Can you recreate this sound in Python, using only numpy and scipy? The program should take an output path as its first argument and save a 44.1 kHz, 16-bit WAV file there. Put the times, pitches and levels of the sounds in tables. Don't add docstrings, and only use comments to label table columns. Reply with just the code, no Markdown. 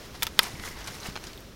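import sys
import numpy as np
from scipy import signal
from scipy.fft import rfft, irfft
from scipy.io import wavfile
from scipy.ndimage import uniform_filter1d

SR = 44100
rng = np.random.default_rng(int(sys.argv[2]) if len(sys.argv) > 2 else 0)


def master_out(mix):
    frames = np.transpose(np.atleast_2d(mix))
    ceiling = np.clip(frames, -1, 1)
    pcm = np.round(ceiling * 32767).astype(np.int16)
    wavfile.write(sys.argv[1], SR, pcm)


N = 68355

# start_s, level_db, treble_db
SNAP_STAGES = [(0.3911, 6, -1.5), (0.393, -1.5, -7)]
# freq_hz, gain_db
SNAP_EQ = [(60, -55), (200, -20), (400, -4), (720, -13.5), (1500, -0.5), (3500, 1.5), (5200, -3.5),
           (6500, -20), (9500, -8.5), (16000, -14)]
# pitch_hz, level_db, t60_s
STUB_MODES = [(500, -22.5, 0.038), (940, -4, 0.03), (1297, -4.5, 0.04), (1630, -1, 0.023),
              (2045, -4.5, 0.029), (2498, -4.5, .03), (2610, -2, 0.0048), (3260, 8.5, 0.0086),
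              (3450, 5, 0.018), (3730, 2, 0.0074), (4175, -8.5, 0.027), (4836, -6, 0.032),
              (5370, -3.5, 0.025)]
# start_s, level_db, treble_db, shelf_hz
FIBRE_CRACKS = [(0.2232, -8, -10, 3680), (0.2292, -16.5, 0, 8000), (0.2313, -10, 1.5, 6940),
                (0.2677, -12.5, -7.5, 6640)]
# freq_hz, gain_db
FIBRE_EQ = [(200, -62), (600, -19), (950, -9.5), (2000, -0.5), (3400, 1.5), (5000, -2), (8500, -7),
            (12000, -3.5), (16000, -3.5)]
# pitch_hz, level_db, t60_s
BENT_MODES = [(932, 1, 0.039), (1305, 3.5, 0.039), (2000, -7, 0.049), (3514, 5, 0.028), (4520, -6, .035)]
# start_s, level_db, centre_hz, width_hz
LEAF_TICKS = [(.2522, -16, 2500, 1800), (.426, -19, 11000, 6000), (0.4284, -1, 2070, 600),
              (0.4324, -8.5, 10100, 6070), (0.439, -18, 2980, 7000), (0.4571, -16.5, 3450, 4540),
              (.553, -11.5, 2270, 895), (0.5975, -16, 1950, 3970), (0.637, -10, 1900, 2010),
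              (.676, -7, 2100, 800), (.8428, -14, 5900, 700), (.8738, -14, 3430, 9000),
              (.951, -25, 4000, 9000), (1.001, -12, 5900, 900), (1.0304, -11.5, 4260, 1700),
              (1.06, -9, 1860, 2780), (1.0686, -18.5, 5030, 8900), (1.2396, -20.5, 4000, 9000),
              (1.2698, -16, 2980, 4500), (1.332, -21, 3770, 4800), (1.3752, -28, 13000, 4000),
              (1.376, -14.5, 3600, 1200), (1.406, -31.5, 12000, 7000)]
# start_s, level_db
GRIP_CRUNCHES = [(1.1561, -12.5), (1.1622, -7), (1.173, -11.5)]
# freq_hz, gain_db
GRIP_EQ = [(200, -12), (550, -11), (850, -2.5), (2500, -4.5), (6200, -11), (8000, -24), (16000, -34)]
# pitch_hz, level_db, t60_s
STALK_MODES = [(892, -32, 0.027), (2350, -29, .016), (4170, -30, 0.02)]
# peak_s, level_db, rise_s, fall_s, treble_db
LEAF_SWEEPS = [(0.056, -47.5, 0.0091, 0.0072, 9), (0.154, -44.5, 0.01, 0.009, 0),
               (.255, -46.5, 0.066, 0.05, 9), (0.436, -36, 0.037, 0.062, 6), (.667, -41, 0.053, 0.047, 9),
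               (0.801, -44.5, 0.036, 0.057, -2), (0.88, -39, 0.0059, 0.01, 2),
               (0.93, -45.5, 0.069, 0.048, 8), (1.063, -40, 0.044, 0.045, 4.5),
               (1.268, -44, 0.036, 0.03, 2.5)]
# freq_hz, gain_db
LEAF_EQ = [(150, -13), (400, 0.5), (900, 4.5), (3000, -2.5), (5500, -3.5), (8000, -15), (12000, -20),
           (16000, -25)]
# start_s, level_db, pitch_hz, t60_s
LIMB_THUMPS = [(0.541, -29, 157, 0.032), (0.595, -32, 89, 0.04), (1.087, -23, 179, 0.021)]
# freq_hz, gain_db
AIR_EQ = [(15, -18.5), (35, -3.5), (100, -10), (400, -13.5), (750, -23.5), (5600, -29), (8000, -37.5),
          (16000, -39.5)]
# time_s, gain_db
HISS_RIDE = [(0, 5), (.37, -1), (1.3, 3.5), (1.45, 1), (1.55, -1.5)]
# freq_hz, gain_db
BREEZE_EQ = [(60, -2), (120, -5.5), (250, -10.5), (600, -23.5), (2000, -52)]

SNAP_DB, STUB_DB, FIBRE_DB, BENT_DB, TICK_DB, GRIP_DB = 12, -13.5, 13.5, -22, 3, 4.5
DISPERSION_S, DISPERSION_HZ = 0.0006, 7970
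TOP_HZ = 15900


def snap():
    tear = sum(undb(db) * brighten(crack(start, t60_s=0.02, spray_db=-5), treble_db)
               for start, db, treble_db in SNAP_STAGES)
    stub = shoot_ring(SNAP_STAGES[0][0], STUB_MODES)
    return undb(SNAP_DB) * colour(tear, SNAP_EQ) + undb(STUB_DB) * stub


def crack(start, t60_s, spray_db):
    burst = rng.standard_normal(N) * fade(start, t60_s)
    burst *= undb(spray_db) / np.sqrt(np.sum(burst ** 2))
    burst[int(start * SR)] += 1
    bin_hz = SR / N
    lag_s = DISPERSION_S * np.exp(-np.arange(N // 2 + 1) * bin_hz / DISPERSION_HZ)
    return irfft(rfft(burst) * np.exp(-2j * np.pi * np.cumsum(lag_s) * bin_hz), N)


def shoot_ring(start, modes):
    return sum(undb(db) * ring(start + DISPERSION_S * np.exp(-hz / DISPERSION_HZ), hz, t60)
               for hz, db, t60 in modes)


def fibres():
    out = 0
    for start, db, treble_db, shelf_hz in FIBRE_CRACKS:
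        tear = undb(FIBRE_DB) * colour(crack(start, t60_s=0.035, spray_db=-1.5), FIBRE_EQ)
        body = undb(BENT_DB) * shoot_ring(start, BENT_MODES)
        out += undb(db) * brighten(tear + body, treble_db, shelf_hz, span=1.06)
    return out


def ticks():
    return undb(TICK_DB) * sum(undb(db) * resonate(crack(start, t60_s=0.028, spray_db=2.5), hz, width)
                               for start, db, hz, width in LEAF_TICKS)


def grip():
    out = 0
    for start, db in GRIP_CRUNCHES:
        crunch = colour(crack(start, t60_s=0.028, spray_db=3), GRIP_EQ)
        out += undb(db) * (crunch + shoot_ring(start, STALK_MODES))
    return undb(GRIP_DB) * out


def rustle(rub_gain=0.85, flutter_db=1.3, peak_rounding=0.081):
    t, out = np.arange(N) / SR, 0
    leaves = unit(colour(crackle() + rub_gain * rng.standard_normal(N), LEAF_EQ))
    leaves *= undb(flutter_db * wander(rate_hz=160))
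    for peak, db, rise, fall, treble_db in LEAF_SWEEPS:
        from_peak = np.maximum((peak - t) / rise, (t - peak) / fall)
        swell = np.exp(peak_rounding - np.hypot(from_peak, peak_rounding))
        out += undb(db) * swell * brighten(leaves, treble_db)
    return out


def crackle(low_hz=493, high_hz=12800, q=2.17, big_leaf_hits_per_s=200, spread_db=2.5):
    out = 0
    for hz in np.geomspace(low_hz, high_hz, 12):
        strength = undb(spread_db * np.minimum(rng.exponential(size=N), 4))
        polarity = rng.choice([-1, 1], N)
        hits = rng.random(N) < big_leaf_hits_per_s * np.sqrt(hz / low_hz) / SR
        out += resonate(strength * polarity * hits, hz, hz / q)
    return unit(out)


def thuds():
    return sum(undb(db) * ring(start, hz, t60) for start, db, hz, t60 in LIMB_THUMPS)


def drag(level_db=-53, flutter_db=2.6):
    gain = undb(level_db + flutter_db * wander(rate_hz=58)) * bell_swell(peak_s=0.69, width_s=0.23)
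    return gain * unit(resonate(rng.standard_normal(N), hz=2000, width_hz=320))


def tree_scatter(close, level_db=-28, t60_s=0.043):
    tail = lowpass(rng.standard_normal(N), hz=6200) * fade(0, t60_s)
    tail /= np.sqrt(np.sum(tail ** 2))
    return undb(level_db) * signal.fftconvolve(close, tail)[:N]


def open_air(level_db=-46.5, split_hz=483, waver_db=0.2):
    air = undb(level_db) * unit(colour(rng.standard_normal(N), AIR_EQ))
    rumble = lowpass(lowpass(air, split_hz)[::-1], split_hz)[::-1]
    ride_db = np.interp(np.arange(N) / SR, *np.array(HISS_RIDE).T)
    return rumble + (air - rumble) * undb(ride_db + waver_db * wander(rate_hz=10.6))


def breeze(level_db=-46):
    gust = undb(level_db) * bell_swell(peak_s=0.67, width_s=0.63)
    return gust * unit(colour(rng.standard_normal(N), BREEZE_EQ))


def undb(db):
    return 10 ** (np.asarray(db) / 20)


def unit(x):
    return x / np.sqrt(np.mean(x ** 2))


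def colour(x, points):
    hz, db = np.array(points, float).T
    size = 2 * N
    freqs = np.maximum(np.arange(N + 1) * SR / size, 1)
    gain = undb(np.interp(np.log(freqs), np.log(hz), db))
    cepstrum = irfft(np.log(gain))
    cepstrum[1:N] *= 2
    cepstrum[N + 1:] = 0
    return irfft(rfft(x, size) * np.exp(rfft(cepstrum)))[:N]


def lowpass(x, hz):
    return signal.sosfilt(signal.butter(2, min(hz, TOP_HZ), fs=SR, output="sos"), x)


def brighten(x, treble_db, hz=7000, span=np.sqrt(2)):
    return colour(x, [(hz / span, 0), (hz * span, treble_db)])


def resonate(x, hz, width_hz):
    hz = min(hz, TOP_HZ)
    b, a = signal.iirpeak(hz, hz / min(width_hz, TOP_HZ), fs=SR)
    return signal.lfilter(b, a, signal.lfilter(b, a, x))


def fade(start, t60):
    age = np.arange(N) - int(start * SR)
    return (age >= 0) * np.exp(-np.log(1000) * np.maximum(age, 0) / SR / t60)


def ring(start, hz, t60):
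    return fade(start, t60) * np.sin(2 * np.pi * hz * (np.arange(N) - int(start * SR)) / SR)


def bell_swell(peak_s, width_s):
    return np.exp(-((np.arange(N) / SR - peak_s) / width_s) ** 2)


def wander(rate_hz):
    hold = int(SR / rate_hz)
    steps = np.repeat(rng.standard_normal(N // hold + 1), hold)
    return unit(uniform_filter1d(steps, hold)[:N])


def scene():
    close = fibres() + snap() + ticks() + rustle() + drag() + grip() + thuds()
    return (close + tree_scatter(close) + open_air() + breeze())[None]


def record(dry):
    high_cut = signal.ellip(10, 0.2, 85, TOP_HZ, fs=SR, output="sos")
    return signal.sosfilt(high_cut, np.clip(dry, -1, 1))


dry = scene()
out = record(dry)
master_out(out)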